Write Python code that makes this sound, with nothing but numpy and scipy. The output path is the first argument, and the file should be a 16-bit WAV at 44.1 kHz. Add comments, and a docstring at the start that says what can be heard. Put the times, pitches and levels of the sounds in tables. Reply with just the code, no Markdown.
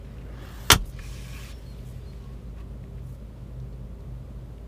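"""An idling engine hums through a car cabin, and clothes rustle close to a small microphone.
A sleeve hisses as an arm swings the glove box lid up. The bolts clack on their strikers and snap
home about 15 ms later, ringing the plastic; the lid thumps its rubber stops and the box booms.
The sleeve draws back and settles, with faint ticks and thin whistles over the hum."""
import sys
import numpy as np
from scipy import signal
from scipy.fft import rfft, irfft
from scipy.io import wavfile
from scipy.ndimage import uniform_filter1d

SR = 44100
rng = np.random.default_rng(int(sys.argv[2]) if len(sys.argv) > 2 else 0)


def int16_out(signal):
    """Quantize to a 16-bit WAV file."""
    q = np.round(np.clip(np.atleast_2d(signal).T, -1, 1) * 32767)
    wavfile.write(sys.argv[1], SR, q.astype(np.int16))


N = 206091
TIME, HZ = np.arange(N) / SR, np.fft.rfftfreq(N, 1 / SR)
RING_TIME = TIME[:SR // 2]


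def gain_of(db):
    """Decibels to an amplitude factor."""
    return 10 ** (np.asarray(db) / 20)


def unit_rms(x):
    """Scales a sound to rms 1."""
    return x / np.sqrt(np.mean(x ** 2) + 1e-20)


def curve(points, hz):
    """Joins breakpoints along a log-frequency axis."""
    point_hz, value = np.transpose(points)
    return np.interp(np.log(hz + 1), np.log(point_hz), value)


def hump(hz, octaves):
    """A smooth band-pass EQ in dB around a centre frequency."""
    return -10 * np.log10(1 + (np.log2((HZ + 1) / hz) / octaves) ** 4)


def resonant(colour, peaks):
    """A broad EQ in dB with resonance peaks standing on it."""
    boost_db = sum(db / (1 + (2 * (HZ - hz) / width_hz) ** 2) for hz, width_hz, db in peaks)
    return curve(colour, HZ) + boost_db


def add(mix, start_s, sound):
    """Drops a sound into the mix."""
    part = mix[max(round(start_s * SR), 0):][:len(sound)]
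    part += sound[:len(part)]


def noise(colour_db):
    """Noise of rms 1 with the given spectrum."""
    return unit_rms(irfft(rfft(rng.standard_normal(N)) * gain_of(colour_db), N))


def wander(rate_hz):
    """Random modulation of rms 1, rolling off above rate_hz."""
    return noise(-10 * np.log10(1 + (HZ / rate_hz) ** 4))


def tone(hz, unsteady, rate_hz=4):
    """A tone of rms 1 whose strength and phase wander."""
    swing = 1 + unsteady * (wander(rate_hz) + 1j * wander(rate_hz))
    return unit_rms((swing * np.exp(2j * np.pi * (hz * TIME + rng.random()))).real)


def coloured(x, colour_db):
    """Minimum-phase EQ: nothing rings ahead of the hit."""
    log_gain = np.log(gain_of(np.r_[colour_db, colour_db[:0:-1]]))
    response = np.exp(np.conj(signal.hilbert(log_gain)))[:len(HZ)]
    return irfft(rfft(x, N) * response, N)[:len(x)]


def whitened(x):
    """Flattens a burst's spectrum so that it drives all resonances alike."""
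    power = uniform_filter1d(abs(rfft(x, N)) ** 2, size=800)
    return coloured(x, -10 * np.log10(power / power.mean() + 1e-6))


# engine tones: pitch_hz, level_db, unsteadiness (0-1)
ENGINE_TONES = [(54.8, -41, 0.01), (86.2, -54, 0.9), (177, -59, 0.4), (213.5, -59.5, 0), (394.2, -61, 1),
                (428, -69, 0.4)]
# fader ride of the cabin drone: time_s, level_db
DRONE_RIDE = [(0.1, -50), (0.95, -47), (1.3, -43.5), (1.53, -50), (1.7, -47), (1.91, -42), (2.06, -53),
              (2.28, -45), (2.57, -56), (2.73, -42.5), (3.11, -40.5), (3.27, -51.5), (3.43, -41),
              (3.8, -42), (3.92, -53), (4.07, -43), (4.4, -44.5), (4.62, -51.5)]
# EQ of the cabin's rumble and air: frequency_hz, gain_db
RUMBLE_EQ = [(15, -24.5), (28, -14.5), (45, 5), (110, 0), (200, -4.5), (310, -12), (400, -14.5), (560, -13),
             (760, -24), (1150, -24.5), (1600, -32), (3400, -36.5), (5500, -42.5), (15000, -47)]


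def engine_idle(drone_hz=125.6, rumble_db=-44):
    """The engine hums and unevenly feeds a cabin resonance, over a bed of soft rumble."""
    hum = sum(gain_of(db) * tone(hz, unsteady) for hz, db, unsteady in ENGINE_TONES)
    drone_db = np.interp(TIME, *np.transpose(DRONE_RIDE))
    drone = gain_of(drone_db) * tone(drone_hz, unsteady=0.36, rate_hz=6.1)
    rumble = gain_of(rumble_db - 0.23 * wander(5.5)) * noise(curve(RUMBLE_EQ, HZ))
    return hum + drone + rumble


# light brushes of cloth: start_s, end_s, level_db, centre_hz, spread_octaves
CLOTH_BRUSHES = [(-0.05, 0.294, -64, 1840, 0.65), (0.035, 0.557, -53.5, 315, 0.52),
                 (0.23, 0.56, -59, 1430, .35), (0.767, 1.036, -64, 2380, 1.1),
                 (0.847, 0.925, -56.5, 11500, 0.73), (1.315, 1.5, -53.5, 1950, 0.4),
                 (1.32, 1.46, -58, 12500, 0.65), (1.45, 2.06, -70, 11000, 0.63),
                 (1.845, 1.937, -62.5, 8240, 0.6), (2.555, 2.635, -62.5, 1500, 1.0),
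                 (3.02, 3.18, -66.5, 8480, .95)]


def cloth_brushes(grain_db=2.5, fade_share=0.22):
    """Clothes shift as the body turns, in soft swells of grainy noise."""
    out = np.zeros(N)
    for start, end, db, hz, octaves in CLOTH_BRUSHES:
        contact = np.clip(np.minimum(TIME - start, end - TIME) / (fade_share * (end - start)), 0, 1)
        out += gain_of(db) * contact * noise(hump(hz, octaves))
    return out * gain_of(grain_db * wander(80))


def cloth_folds(rustle, depth_db=2.3):
    """Folds catch and let go: small patches of the rustle's spectrum swell and sink."""
    frames = dict(nperseg=1024, noverlap=768)
    bands = signal.stft(rustle, SR, **frames)[2]
    patches = uniform_filter1d(rng.standard_normal(bands.shape), size=5, axis=0)
    patches = unit_rms(uniform_filter1d(patches, size=9, axis=1))
    return signal.istft(bands * gain_of(depth_db * patches), SR, **frames)[1][:N]


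# the clearer handling ticks: start_s, peak_db, centre_hz, decay_s
CLEAR_TICKS = [(0.182, -50, 2460, .005), (0.215, -46.5, 1970, .004), (0.988, -34.5, 1850, .006),
               (1.787, -49, 2930, .007), (2.131, -49.5, 2150, 0.0056), (2.239, -54, 3500, .004),
               (2.838, -49.5, 1897, .003), (2.980, -51.5, 1880, 0.0063), (3.599, -53, 4500, .004),
               (3.725, -54.5, 3510, 0.0087), (4.005, -55, 4500, .003), (4.579, -53, 2800, .004)]
# the faint tick scattered among them: peak_db, centre_hz, decay_s
SCATTERED_TICK = (-61, 3600, 0.0031)


def hand_ticks(faint_per_s=5, attack_s=0.0018):
    """Tiny creaks and taps of the hand, each a soft-edged pip of noise."""
    out, t = np.zeros(N), RING_TIME
    faint = [(start, *SCATTERED_TICK) for start in TIME[rng.random(N) < faint_per_s / SR]]
    for start, db, hz, decay_s in CLEAR_TICKS + faint:
        envelope = (1 - np.exp(-t / attack_s)) * np.exp(-t / decay_s)
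        tick = envelope * noise(hump(hz, octaves=0.39))[:len(t)]
        add(out, start, gain_of(db) * tick / abs(tick).max())
    return out


# the arm lifts, then withdraws:
# start_s, end_s, end_level_db, attack_s, swell_db_per_s, end_fizz_db, brighten_db_per_s
ARM_STROKES = [(0.28, 0.735, -51.5, 0.17, 0.5, 1, 33), (0.91, 1.545, -50, 0.13, 5, -5, -4.5)]
# EQ of the sleeve on each stroke: frequency_hz, gain_db
LIFT_EQ = [(410, -30.5), (700, 1.5), (1690, -4), (2160, -8.5), (3270, -7.5), (4080, -9.5), (10400, -24.5),
           (14500, -18), (15500, -22)]
WITHDRAW_EQ = [(470, -34), (800, -5), (1130, -1), (1420, -6.5), (2410, 2.5), (2800, -1.5), (5470, -3),
               (13500, -16.5), (15500, -14.5)]
# resonances each stroke excites: centre_hz, width_hz, boost_db
LIFT_RESONANCES = [(1211, 120, 5), (1720, 290, 7), (2750, 57, 5), (3400, 140, 8.5), (5340, 73, 5.5)]
WITHDRAW_RESONANCES = [(1100, 28, 11.3), (1647, 94, 11), (2420, 110, 3.9), (3070, 36, 11), (5470, 97, 4.6)]
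ARM_STOP_S = 0.03


def sleeve(stroke, colour_db, grain_db, crossover_hz=6500):
    """Sliding cloth: a rub that swells with arm speed, and a fizz of fibres that grows faster still."""
    start, end, db, attack_s, swell_db_per_s, fizz_db, brighten_db_per_s = stroke
    speed = np.clip(np.minimum((TIME - start) / attack_s, (end - TIME) / ARM_STOP_S), 0, 1)
    from_end = np.clip(TIME, start, end) - end
    highs = 1 / (1 + (crossover_hz / (HZ + 1)) ** 8)
    rub = speed * noise(colour_db + 10 * np.log10(1 - highs + 1e-9))
    fizz_gain = speed ** 2.2 * gain_of(fizz_db + brighten_db_per_s * from_end)
    fizz = fizz_gain * noise(colour_db + 10 * np.log10(highs + 1e-9))
    return (rub + fizz) * gain_of(db + swell_db_per_s * from_end + grain_db * wander(150))


# latch hits: start_s, relative_level_db, tilt_db_per_octave, snap_db, crack_s, reflections_db
LATCH_HITS = [(0.7021, -6, -0.82, -10.5, .0046, -9.5), (0.7165, -6.3, 0.3, 3.5, .0042, -5),
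              (0.726, -18.5, -4.5, 0.5, .002, -4), (0.734, -18.5, -8, -5, .0012, -2)]
# EQ of struck plastic: frequency_hz, gain_db
PLASTIC_EQ = [(90, -21.5), (170, -7), (260, -3.5), (320, -5.5), (420, -5), (580, -8), (850, -6.5),
              (1350, -0.5), (2500, -7), (3300, 0.5), (3900, -8), (6150, -3.5), (7200, -9), (15500, -15)]
# ring of the lid and dashboard: centre_hz, width_hz, boost_db
LID_RESONANCES = [(365, 35, 8.5), (447, 38, 6), (715, 70, 5.5), (945, 45, 8), (995, 40, 7.5), (1126, 55, 7),
                  (1316, 36, 4.5), (1393, 47, 6), (1629, 40, 8.5), (1847, 45, 10.5), (2074, 45, 8.5),
                  (2165, 50, 4), (2280, 100, 7), (2670, 45, 5), (2955, 55, 9.5), (3180, 45, 7),
                  (3300, 40, 5.5), (3405, 45, 7), (3558, 55, 10.5), (4120, 90, 6), (4310, 130, 4.5),
                  (4500, 70, 7), (4970, 60, 5.5), (5947, 50, 6), (6170, 70, 7.5), (8100, 190, 7.5),
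                  (8500, 70, 6), (10600, 110, 5)]


def latch(release_s=0.0014, damp_s=0.034, snap_hz=8000, reverb_db=-8):
    """Each hit is a few ms of chattering plastic ringing through the lid; the cabin answers."""
    out, t = np.zeros(N), RING_TIME
    snap_shelf = 1 / (1 + (snap_hz / (HZ + 1)) ** 8)
    tilt_octaves = np.log2(np.maximum(HZ, 800) / 3000)
    damping = np.exp(-(t / damp_s) ** 2)  # the stops choke the lid
    for start, db, tilt_db, snap_db, crack_s, reflections_db in LATCH_HITS:
        chatter = rng.choice([-1., 1.], len(t)) * np.exp(-np.maximum(t - crack_s, 0) / release_s)
        drive = whitened(chatter + gain_of(reflections_db) * cabin_reverb(chatter))
        bite_db = tilt_db * tilt_octaves + snap_db * snap_shelf
        clack = coloured(drive, resonant(PLASTIC_EQ, LID_RESONANCES) + bite_db) * damping
        tail = cabin_reverb(coloured(chatter, curve(PLASTIC_EQ, HZ) + bite_db))
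        hit = unit_rms(clack) + gain_of(reverb_db) * unit_rms(tail)
        add(out, start, gain_of(db) * np.std(drive) * hit)
    return out


# reverb time of the padded cabin: frequency_hz, t60_s
CABIN_DECAY = [(150, 0.17), (500, .14), (1500, 0.093), (4000, .102), (14000, 0.083)]


def cabin_reverb(x):
    """Dense, short reflections, each band dying at its own speed."""
    taps = rng.choice([-1., 1.], len(RING_TIME)) * (rng.random(len(RING_TIME)) < 0.2)
    hz, t, bands = signal.stft(taps, SR, nperseg=128)
    decay = gain_of(-60 * t / curve(CABIN_DECAY, hz)[:, None])
    tail = signal.istft(bands * decay, SR, nperseg=128)[1]
    return signal.fftconvolve(x, tail / np.linalg.norm(tail))[:len(x)]


# low thumps of the closing lid, then one as the hand lets go: start_s, level_db, pitch_hz, t60_s
LOW_THUMPS = [(0.7245, -3, 95.4, 0.041), (0.7366, -15, 40.4, 0.11), (0.742, -24, 185, 0.19),
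              (0.7587, -3, 104, 0.021), (0.7738, -20.5, 41, .36), (0.989, -28.5, 47, 0.48)]


def low_thumps(attack_s=0.0019):
    """The lid bumps its rubber stops and the box booms, and a last soft thump follows as the hand lets go: each
    pulls on the air as a dying low sine."""
    out, t = np.zeros(N), RING_TIME
    for start, db, hz, t60_s in LOW_THUMPS:
        envelope = (1 - np.exp(-t / attack_s)) * gain_of(-60 * t / t60_s)
        add(out, start, -gain_of(db) * envelope * np.sin(2 * np.pi * hz * t))
    return out


# whistles and squeaks: start_s, length_s, level_db, pitch_hz, glide_hz_per_s, arch_hz, waver_share
THIN_WHISTLES = [(1.513, .09, -63, 5430, -300, -68.5, .004), (1.65, 0.092, -61, 4290, -2200, 60.5, 0.0038),
                 (2.057, .072, -62, 4230, -300, 100, .007), (2.196, .16, -62.5, 1098, -52, -0.5, 0.024),
                 (2.577, .056, -59.5, 1170, -600, 20, .04)]


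def whistles(fade_share=0.26, flutter_db=2):
    """Faint, nearly pure tones: each swells, bends along a downward glide, and fades."""
    out, wobble = np.zeros(N), wander(120)
    for start, length, db, hz, glide, arch, waver in THIN_WHISTLES:
        since = np.clip(TIME - start, 0, length)
        off_centre = since - length / 2
        contour_hz = hz + glide * off_centre - arch * (2 * off_centre / length) ** 2
        phase = 2 * np.pi * np.cumsum(contour_hz * (1 + waver * wobble)) / SR
        envelope = np.clip(np.minimum(since, length - since) / (fade_share * length), 0, 1)
        out += gain_of(db) * envelope * np.sqrt(2) * np.sin(phase)
    return out * gain_of(flutter_db * wander(50))


def sleeve_settling(start_db=-61, fall_db_per_s=6, end_s=2.67, fade_s=0.38):
    """The sleeve rustles on, ever more softly, after the arm stops."""
    since = TIME - (ARM_STROKES[-1][1] - ARM_STOP_S)
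    contact = np.clip(np.minimum(since / ARM_STOP_S, (end_s - TIME) / fade_s), 0, 1)
    return contact * gain_of(start_db - fall_db_per_s * since) * noise(hump(hz=2245, octaves=1))


def scene():
    """The mono mix at the microphone: lid, cloth and small details over the engine bed."""
    lift = sleeve(ARM_STROKES[0], resonant(LIFT_EQ, LIFT_RESONANCES), grain_db=-1.2)
    withdraw = sleeve(ARM_STROKES[1], resonant(WITHDRAW_EQ, WITHDRAW_RESONANCES), grain_db=0)
    cloth = cloth_folds(lift + withdraw + sleeve_settling() + cloth_brushes())
    return (latch() + low_thumps() + cloth + whistles() + engine_idle() + hand_ticks())[None]


def record(dry, low_cut_hz=26.6, high_cut_hz=15360):
    """The small microphone drops the deepest bass, soft-clips at full scale and cuts the very top."""
    thinned = signal.sosfilt(signal.butter(2, low_cut_hz, "highpass", fs=SR, output="sos"), dry)
    clipped = thinned / (1 + thinned ** 8) ** (1 / 8)
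    high_cut = signal.firwin(401, high_cut_hz, window=("kaiser", 9), fs=SR)
    return signal.oaconvolve(clipped, high_cut[None], "same")


dry = scene()
out = record(dry)
int16_out(out)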